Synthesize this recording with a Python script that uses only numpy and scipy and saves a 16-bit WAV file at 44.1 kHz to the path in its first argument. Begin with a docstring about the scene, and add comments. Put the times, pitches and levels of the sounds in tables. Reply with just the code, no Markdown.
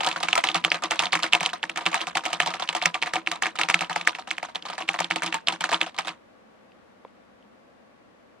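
"""Fingers type fast on a mechanical keyboard on a desk, close to a phone's two microphones, in a quiet room.
Each contact of key stem, cap and plate is a short cap click and a noisy treble crack; decaying modes ring
the case and thump the desk, and noise lingers after. Stems scrape and rebound, loose caps rattle.
The typing stops and the room's hush remains, shaped noise with faint steady tones, with a few faint taps."""
import sys
import numpy as np
from scipy import signal
from scipy.fft import rfft, irfft, next_fast_len
from scipy.io import wavfile
from scipy.ndimage import uniform_filter1d

SR = 44100
rng = np.random.default_rng(int(sys.argv[2]) if len(sys.argv) > 2 else 0)


def elevation(decibels):
    """Turn decibel levels (scalar or array-like) into linear amplitude ratios."""
    levels = np.asarray(decibels, float)
    return 10 ** (levels / 20)


def generate_wav(signal):
    """Clip the signal to [-1, 1] and save it as 16-bit WAV at the path in sys.argv[1]."""
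    frames = np.transpose(np.atleast_2d(signal))
    scaled = np.clip(frames, -1, 1) * 32767
    pcm = np.round(scaled).astype(np.int16)
    wavfile.write(sys.argv[1], SR, pcm)


N = 370440

# The four contact tables give clicks before the keyboard's radiation and stereo lean.
# Stems striking the plate at the end of their travel, a sharp click.
# Each row: start in seconds, click peak in dB, cap pitch in Hz.
PLATE_STRIKES = [(.1143,-12,2600),(.2856,-4,2210),(.3183,-26,3020),(.3299,-2.5,2860),(.472,-12.5,3160),(.4884,-6.5,2780),(.5159,-18.5,3440),
                 (.6414,-10.5,3020),(.6485,-1.5,2990),(.703,-20.5,4930),(.7179,-3,2620),(.845,-22,3300),(.8571,-19.5,3620),(1.0562,-9.5,3740),(1.0686,-14,2900),(1.1234,-14,4400),(1.1408,-10.5,3080),
                 (1.3335,2,2740),(1.3434,-12,2300),(1.3504,-2,2680),(1.4529,-13.5,3200),(1.461,-4.5,3010),(1.6305,-12,3100),(1.6384,-14,1740),(1.6966,-12.5,2590),
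                 (1.8639,-1.5,2700),(1.8695,-9,2760),(2.0144,-9.5,3240),(2.6762,-22,3100),(2.6898,-3.5,2880),(2.8171,-15.5,2300),
                 (3.018,-17,3100),(3.0253,-4.5,2500),(3.033,-12.5,2400),(3.1652,-15.5,2240),(3.2637,-23,2840),(3.2731,-7,2450),(3.4351,-12.5,2940),(3.4664,-11,2280),
                 (3.6142,-4.5,2280),(3.6345,-6,2750),(3.7,-4,2230),(3.743,0.5,2310),(3.7922,-17.5,2830),(4.0126,-14,2500),
                 (4.151,-16,2500),(4.3071,-15,3440),(4.3119,-11,2200),(4.368,-35.5,3000),(4.3822,-15.5,2350),(4.5571,-13.5,3430),(4.6246,-23,3330),(4.8227,-19,2600),
                 (4.8804,-22.5,3070),(4.89,-4.5,2480),(5.0308,-23.5,3200),(5.0448,-13,3350),(5.1103,-7,2260),(5.121,-15,2300),(5.2777,-17.5,3300),(5.3265,-10,2600),(5.4727,-6.5,3540),
                 (5.4846,-4,2800),(5.502,-18,3000),(5.7445,-8.5,3320),(5.814,-2.5,2540),(5.8303,-17,2900),(5.965,-29.5,4000),(6.0905,-17.5,2750)]
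# Fingers landing on caps and keys springing back against their housings,
# a knock with more case ring and more treble crack.
# Each row: start in seconds, click peak in dB, cap pitch in Hz.
KNOCKS = [(.0058,-14,2870),(.0327,-17.5,2890),(.0463,-16.5,3160),(.0641,-12,1080),(.071,-13,3240),(.087,-18,2000),(.161,-17.5,1490),(.2026,-27,4900),(.2296,-15.5,2970),(.2322,-12.5,2616),
          (.354,-12.5,2200),(.3772,-7,1980),(.4395,-5,2090),(.545,-8,3500),(.5555,-11,2820),(.7446,-14,2780),(.8222,-25,1430),
          (.8369,-13.5,2920),(.9094,-11.5,2950),(.9176,-12,2060),(.957,-29,2150),(.993,-4.5,3400),(1.022,-19.5,1360),(1.0354,-15.5,2380),
          (1.1318,-7,2300),(1.1531,-10,2100),(1.1908,-22.5,1300),(1.2258,-20.5,2840),(1.2325,-7.5,3580),(1.2401,-13,2180),(1.3261,-12,3200),
          (1.4073,-14.5,2320),(1.4303,-16.5,2340),(1.532,-21,1560),(1.7598,-21,1740),(1.7738,-14.5,2400),(1.8098,-28.5,2970),
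          (1.8561,-18,3000),(1.9155,-29.5,2820),(1.9298,-21.5,2400),(1.9432,-8.5,2300),(1.9609,-23.5,2270),(2.0086,-19.5,2300),(2.0699,-17,2420),(2.1535,-14.5,2540),
          (2.171,-9.5,1590),(2.2367,-28.5,1550),(2.2534,-18,2480),(2.2613,-16.5,2350),(2.303,-31.5,2900),(2.3306,-12,2900),(2.422,-19,2300),(2.461,-16.5,3160),(2.4732,-15,4000),(2.5033,-25,2300),
          (2.5391,-18,2300),(2.5967,-20,2900),(2.623,-18,3480),(2.75,-14.5,2990),(2.7647,-19,3260),(2.8237,-13.5,3440),(2.9437,-14.5,2940),
          (3.06,-22,2020),(3.0715,-22,1750),(3.1362,-14.5,1820),(3.1568,-16,3280),(3.3151,-14,2200),(3.3567,-33,2400),(3.423,-10.5,1850),(3.457,-12,1940),
          (3.5552,-27,1290),(3.588,-14.5,2800),(3.5948,-19,1690),(3.6871,-10.5,1900),(3.8088,-12.5,2300),(3.8142,-21.5,1960),(3.8968,-22.5,1630),
          (3.9078,-23.5,2270),(3.9606,-13,2100),(3.995,-41,3000),(4.0493,-39,2990),(4.1856,-30.5,2300),(4.2733,-30.5,2300),(4.4289,-21.5,2300),(4.4862,-42,2360),
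          (4.549,-27.5,3420),(4.6528,-27.5,2280),(4.66,-36.5,1810),(4.6861,-28.5,5000),(4.6997,-27,3030),(4.7308,-29.5,3450),(4.7803,-21,1730),(4.805,-26,2400),(4.9416,-20,1720),(4.9895,-16,2130),
          (5.0025,-14.5,2200),(5.1041,-21,3220),(5.1597,-13,2890),(5.2214,-17,1540),(5.2335,-16,2260),(5.2621,-16,3300),(5.3427,-13,2410),
          (5.5236,-19.5,3300),(5.6078,-15,3160),(5.6404,-11,1570),(5.691,-21.5,1690),(5.7163,-18,1700),(5.7283,-10,2420),(5.7345,-16,1000),(5.8066,-26,3800),
          (5.8636,-27.5,3430),(5.9443,-46,2840),(5.9791,-31,4400),(5.9868,-11,2300),(6.0484,-32.5,3350),(6.0723,-19.5,3230),(6.0804,-22,2320)]
# Three loud, low-pitched clacks with a strong treble crack, perhaps a wide key.
# Each row: start in seconds, click peak in dB, cap pitch in Hz.
CLACKS = [(2.4021, -1.5, 1950), (2.8573, -1.5, 2080), (4.0741, -1.5, 1780)]
# Caps tilting under fingers that move on, a light tick.
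# Each row: start in seconds, click peak in dB, cap pitch in Hz.
TICKS = [(.1276,-18.5,3400),(.2743,-25.5,2800),(.4995,-17.5,3360),(.6596,-29.5,3000),(.7296,-21.5,2330),(.9445,-24.5,1900),(1.1283,-13.5,3100),(1.2641,-22,3400),
         (1.401,-23.5,3270),(1.4411,-26.5,2750),(1.4918,-21.5,2630),(1.4993,-24.5,3190),(1.997,-28,3400),(2.0048,-21,2400),(2.4787,-24.5,2020),(2.728,-18,2240),(2.9555,-19,1940),
         (3.7097,-12.5,2330),(3.8337,-31.5,2600),(3.8459,-22.5,2930),(3.9293,-21,3060),(4.1571,-28,2400),(4.9332,-27,3000),(5.6209,-21,3360),(5.7103,-21.5,4500),(6.0014,-30,2020)]

# Push into the case, which steers case ring, tail and rattle.
# Each pair: dB relative to a click at full scale, dB more for each dB that the click is softer.
STRIKE_CASE, KNOCK_CASE, CLACK_CASE, TICK_CASE = (-21, 0.074), (-14.5, 0.47), (-17, 0.1), (-17.5, 0.091)
# Drive of the desk thump, to which THUMP_COURSE and the mode levels add.
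# Each pair: dB for a click at full scale, dB less for each dB that the click is softer.
STRIKE_THUMP, KNOCK_THUMP, CLACK_THUMP, TICK_THUMP = (-42, 0.29), (-35, 0.61), (-43, 0.4), (-51, 0.4)
# Typical stem crack relative to the click in dB: plate strikes, knocks, clacks, ticks.
CRACK_DB = (-21, -11, -14.5, -15.5)

# Colour of the stem crack. Each row: frequency in Hz, relative level in dB per Hz.
CRACK_COLOUR = [(3000, -26), (5000, -11), (7800, -10.5), (10500, -23), (16000, -39)]
# Plate and case modes. Each row: frequency in Hz, relative level in dB, time to fall 60 dB in seconds.
CASE_MODES = [(526.5, -8, 0.052), (691, -8, 0.112), (745, 1.5, 0.086), (896.6, 1, 0.049), (964, -7, 0.18),
              (1058, -7.5, 0.12), (1211, -1.5, 0.11), (1303, -7.5, 0.089)]
# Desk modes. Each row: frequency in Hz, relative level in dB, time to fall 60 dB in seconds.
DESK_MODES = [(172.3, 7.5, 0.12), (259, -2.5, 0.1), (325, 9.5, 0.11)]
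# The desk thump swells and sinks over the typing. Each row: time in seconds, added level in dB.
THUMP_COURSE = [(0.0, 0.5), (4.0, 0.5), (4.5, -6), (5.1, 5.5), (5.5, -1), (5.75, 1.5), (6.2, -4)]
# What lingers after a click.
# Each row: frequency in Hz, relative starting level in dB per Hz, time to fall 60 dB in seconds.
LINGER = [(272.5, -14.5, 0.085), (706, -5, 0.17), (2300, -4, 0.14), (3900, -6.5, 0.13), (5000, -12, 0.12),
          (9200, -21.5, 0.14), (10930, -35, 0.1), (15940, -47.5, 0.059)]
# Colour of the stem's scrape. Each row: frequency in Hz, relative level in dB per Hz.
SCRAPE_COLOUR = [(300, -20), (1000, -3), (3000, 2.5), (8000, -13), (15000, -42.5)]
# Stereo lean of the keyboard. Each row: frequency in Hz, left minus right in dB.
LEAN = [(150, -4.5), (500, 3), (3000, -3), (15000, 0)]

# Faint ticks in the quiet. Each row: start in seconds, approximate peak in dB, pitch in Hz.
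TAPS = [(6.719, -52, 2750), (6.72, -62, 4730), (7.08, -57, 3020), (7.426, -56, 3080)]
# Rings that make up one dull tap. Each row: pitch in Hz, approximate peak in dB.
DULL_TAP = [(520, -41), (1000, -38), (2200, -51), (3400, -56)]

# Colour of the room hush. Each row: frequency in Hz, relative level in dB per Hz.
HUSH_COLOUR = [(20, -36.5), (60, -15.5), (145, -16), (210, -2), (415, -10), (500, -3.5), (844, -11),
               (1700, -16), (3500, -26.5), (12000, -45), (15000, -60.5)]
# Left-right likeness of the hush. Each row: frequency in Hz, correlation from -1 to 1.
HUSH_ALIKE = [(100, 0.394), (400, -0.11)]
# Base level of the hush, to which HUSH_COURSE adds. Each row, left then right: rms level in dB.
HUSH_DB = [
    [-54.5],
    [-56.5],
]
# The hush sinks slowly through the typing and a little further after it.
# Each row: time in seconds, added level in dB.
HUSH_COURSE = [(0, 4.5), (6.2, 1), (7.5, 0.5), (8.4, 0)]
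# Faint steady tones in the room. Each row: frequency in Hz, rms level in dB.
HUM = [(112, -80), (1130, -74.5), (1922, -91)]


def along(points, hz):
    """Reads (Hz, value) points on a log frequency axis."""
    f, v = np.transpose(points)
    return np.interp(np.log(hz + 1), np.log(f + 1), v)


def unit(x):
    """Brings each row to rms 1."""
    return x / np.sqrt(np.mean(x ** 2, axis=-1, keepdims=True) + 1e-20)


def filtered(x, response):
    """Multiplies the spectrum of x by a complex response of frequency."""
    n = x.shape[-1]
    padded = next_fast_len(n + min(n // 4, 4096))
    hz = np.fft.rfftfreq(padded, 1 / SR)
    return irfft(rfft(x, padded) * response(hz), padded)[..., :n]


def placed(times, sounds):
    """Adds sounds (events, channels, samples) at their times in seconds."""
    out = np.zeros((2, N + SR))
    for s, sound in zip(times, sounds):
        out[:, round(s * SR):][:, :sound.shape[-1]] += sound
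    return out[:, :N]


def gains(db):
    """Level factors shaped to scale (events, channels, samples)."""
    return elevation(db)[:, None, None]


def pair(count, size, alike):
    """Noise for both microphones, partly shared."""
    shared, left, right = np.moveaxis(rng.standard_normal((count, 3, size)), 1, 0)
    own = np.stack([left, right], axis=1)
    return np.sqrt(alike) * shared[:, None] + np.sqrt(1 - alike) * own


def contacts():
    """All kinds of contact with the case push, thump drive and crack that their kind and strength bring."""
    kinds = [(PLATE_STRIKES, STRIKE_CASE, STRIKE_THUMP), (KNOCKS, KNOCK_CASE, KNOCK_THUMP),
             (CLACKS, CLACK_CASE, CLACK_THUMP), (TICKS, TICK_CASE, TICK_THUMP)]
    groups = []
    for (table, case, thump), crack_db in zip(kinds, CRACK_DB):
        s, db, hz = np.transpose(table)
        case_db = case[0] - case[1] * db
        thump_db = thump[0] + thump[1] * db
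        groups.append([s, db, hz, case_db, thump_db, np.full(len(s), crack_db)])
    return np.concatenate(groups, axis=1)


def clicks(hz, cycles, spread=0.31, size=900):
    """A cap's short ring with a weaker detuned partner, peak near 1.

    Above 2800 Hz, higher caps swell slower and buzz for more cycles."""
    t = np.arange(size) / SR
    hz = hz[:, None, None]
    draw = rng.uniform(-1, 1, (len(hz), 2, 1))
    partner_hz = hz * np.exp(spread * draw[:, :1])
    stretch = np.maximum(hz / 2800, 1) ** 1.7
    decay = elevation(-60 * t * hz / (cycles * stretch))
    swell = 1 - np.exp(-(t * hz / (0.69 * stretch)) ** 2)
    main = np.sin(2 * np.pi * hz * t)
    partner = 0.67 * np.sin(2 * np.pi * partner_hz * t + 0.99 * draw[:, 1:])
    return -1.9 * decay * swell * (main + partner)


def cracks(count, size=900):
    """The hard plastic stem gives a treble crack of a few milliseconds."""
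    noise = unit(filtered(pair(count, size, alike=0.64), lambda hz: elevation(along(CRACK_COLOUR, hz))))
    t = np.arange(size) / SR
    return noise * elevation(-60 * t / 0.015) * (1 - np.exp(-t / 0.00057))


def ringing(modes, count, scatter_db, detune, unlike, attack, size):
    """Each contact excites the modes at new strengths and pitches; the microphones differ in phase."""
    hz, db, t60 = np.transpose(modes)
    t = np.arange(size) / SR
    draw = rng.standard_normal((count, 5, len(modes)))
    strength = elevation(db + scatter_db * draw[:, :1]) * np.sign(draw[:, 1:2])
    phase = np.exp(1j * unlike * draw[:, 2:4])
    pole = 2j * np.pi * hz * (1 + detune * draw[:, 4]) - np.log(1000) / t60
    rings = np.imag((strength * phase) @ np.exp(pole[..., None] * t))
    return rings * (1 - np.exp(-t / attack)) ** 2


def case_rings(count, size=4500):
    """Plate and case modes ring while further small contacts keep shaking them."""
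    wobble = uniform_filter1d(rng.standard_normal((count, 1, size)), size=220)
    jostled = elevation(3.4 * unit(wobble))
    return jostled * ringing(CASE_MODES, count, scatter_db=3.0, detune=0.03, unlike=0.86,
                             attack=0.0012, size=size)


def desk_thumps(count):
    """The desk's low modes swell more slowly and reach both microphones nearly in phase."""
    return ringing(DESK_MODES, count, scatter_db=5.5, detune=0.008, unlike=0.1884, attack=0.0093, size=7000)


def lingering(count, size=5120):
    """Dense plate modes and near reflections: noise that dies at a speed set by frequency.

    It is ragged as parts keep touching."""
    hz, t, z = signal.stft(pair(count, size, alike=0.51), SR, nperseg=256)
    band_hz, db, t60 = np.transpose(LINGER)
    start_db = along(list(zip(band_hz, db)), hz)[:, None]
    fall_s = along(list(zip(band_hz, t60)), hz)[:, None]
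    patches = uniform_filter1d(rng.standard_normal((count, 1, len(hz), len(t))), size=9, axis=2)
    flutter = rng.standard_normal((count, 1, 1, len(t)))  # all frequencies together
    ragged_db = 5.1 * unit(patches) + 2.5 * flutter
    shaped = z * elevation(start_db - 60 * t / fall_s + ragged_db)
    tail = unit(signal.istft(shaped, SR, nperseg=256)[1][..., :size])
    return tail * (1 - np.exp(-np.arange(size) / SR / 0.00017))


def keys():
    """Every contact sums click, crack, case ring, desk thump and tail; ring and tail follow the case push."""
    s, db, hz, case_db, thump_db, crack_db = contacts()
    count = len(s)
    hardness_db = 4 * rng.standard_normal(count)
    course_db = np.interp(s, *np.transpose(THUMP_COURSE))
    out = placed(s, gains(db) * clicks(hz, cycles=9.5))
    out += placed(s, gains(db + crack_db + hardness_db) * cracks(count))
    out += placed(s, gains(db + case_db - 6.0) * case_rings(count))
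    out += placed(s, gains(thump_db + course_db) * desk_thumps(count))
    return out + placed(s, gains(db + 0.92 * case_db - 16.5) * lingering(count))


def rebounds():
    """The stem rebounds once: a second, weaker click at the cap's pitch a moment after each contact."""
    s, db, hz = contacts()[:3]
    delay = rng.uniform(0.0022, 0.002294, len(s))  # seconds
    return placed(s + delay, gains(db - 8.5) * clicks(hz, cycles=8))


def slides(size=900):
    """The stem scrapes down its guide: faint noise that swells into each contact with room before it."""
    s, db = contacts()[:2]
    noise = unit(filtered(pair(len(s), size, alike=0.38), lambda hz: elevation(along(SCRAPE_COLOUR, hz))))
    swell_s = 0.0025
    swell = np.exp(-np.arange(size)[::-1] / SR / swell_s)
    level = gains(db - 22.5 + 4 * rng.standard_normal(len(s)))
    fits = s > size / SR  # the whole scrape lies after time zero
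    return placed(s[fits] - size / SR, (level * noise * swell)[fits])


def rattle(count=9):
    """Loose caps and stems chatter just before and after each contact, weaker and at random pitch."""
    s, db, _, case_db = contacts()[:4]
    draw = rng.random((len(s), count, 4))
    delay = -0.022 * np.log(1 - draw[..., 0]) - 0.0015  # seconds
    fade_db = 220 * np.abs(delay)  # weaker further from the contact
    scatter_db = 4 * np.log(1 - draw[..., 1])
    size_db = (db + 0.85 * case_db)[:, None] - 11.0 - fade_db + scatter_db
    hz = 1100 * 3.6 ** draw[..., 2]
    crack_level = gains((-23.5 - 5.3 * draw[..., 3]).ravel())
    sound = clicks(hz.ravel(), cycles=25) + crack_level * cracks(hz.size)
    return placed(np.abs(s[:, None] + delay).ravel(), gains(size_db.ravel()) * sound)


def taps():
    """Faint ticks and one dull tap after the typing, each a short ring with a close partner."""
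    dull_tap_s = 7.049
    dull_rows = [(dull_tap_s, db, hz) for hz, db in DULL_TAP]
    s, db, hz = np.transpose(list(TAPS) + dull_rows)
    return placed(s, gains(db) * clicks(hz, cycles=19.0, spread=0.099, size=2000))


def hush():
    """Smooth room noise: mid and side are balanced so that left and right are alike only in the bass."""
    def mid_side(hz):
        turn = np.arccos(np.clip(along(HUSH_ALIKE, hz), -1, 1)) / 2
        return elevation(along(HUSH_COLOUR, hz)) * [np.cos(turn), np.sin(turn)]

    mid, side = filtered(rng.standard_normal((2, N)), mid_side)
    course_db = np.interp(np.arange(N) / SR, *np.transpose(HUSH_COURSE))
    return elevation(HUSH_DB + course_db) * unit(np.array([mid + side, mid - side]))


def hum():
    """Steady tones, the same in both channels, whose phase drifts a little as a random walk."""
    hz, db = np.transpose(HUM)[:, :, None]
    drift = 0.018 * np.cumsum(rng.standard_normal((len(HUM), N)), axis=1)  # radians
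    tones = np.sin(2 * np.pi * hz * np.arange(N) / SR + drift)
    return np.sum(np.sqrt(2) * elevation(db) * tones, axis=0)


def at_microphones(keyboard):
    """The small body radiates little deep bass and is heard at the right microphone first."""
    def response(hz):
        side = np.array([[1], [-1]])  # left, right
        lean = elevation(side * along(LEAN, hz) / 2)
        lag = np.exp(-1j * np.pi * side * hz * 4e-5)  # right leads left by 40 microseconds
        radiation = (1j * hz / (110 + 1j * hz)) ** 2
        return lean * lag * radiation

    return filtered(keyboard, response)


def scene():
    """The keyboard as the two microphones hear it, over taps, hush and steady tones."""
    keyboard = keys() + rebounds() + slides() + rattle()
    return at_microphones(keyboard) + taps() + hush() + hum()


def low_pass(x):
    """Removes everything above the highest recorded frequency."""
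    return signal.sosfilt(signal.butter(12, 17010, fs=SR, output="sos"), x)


def record(dry):
    """Peaks are clipped at full scale, then everything from 16.4 kHz up is filtered out."""
    limited = filtered(np.clip(dry, -1, 1), lambda hz: hz < 16400)
    return low_pass(limited)


dry = scene()
out = record(dry)
generate_wav(out)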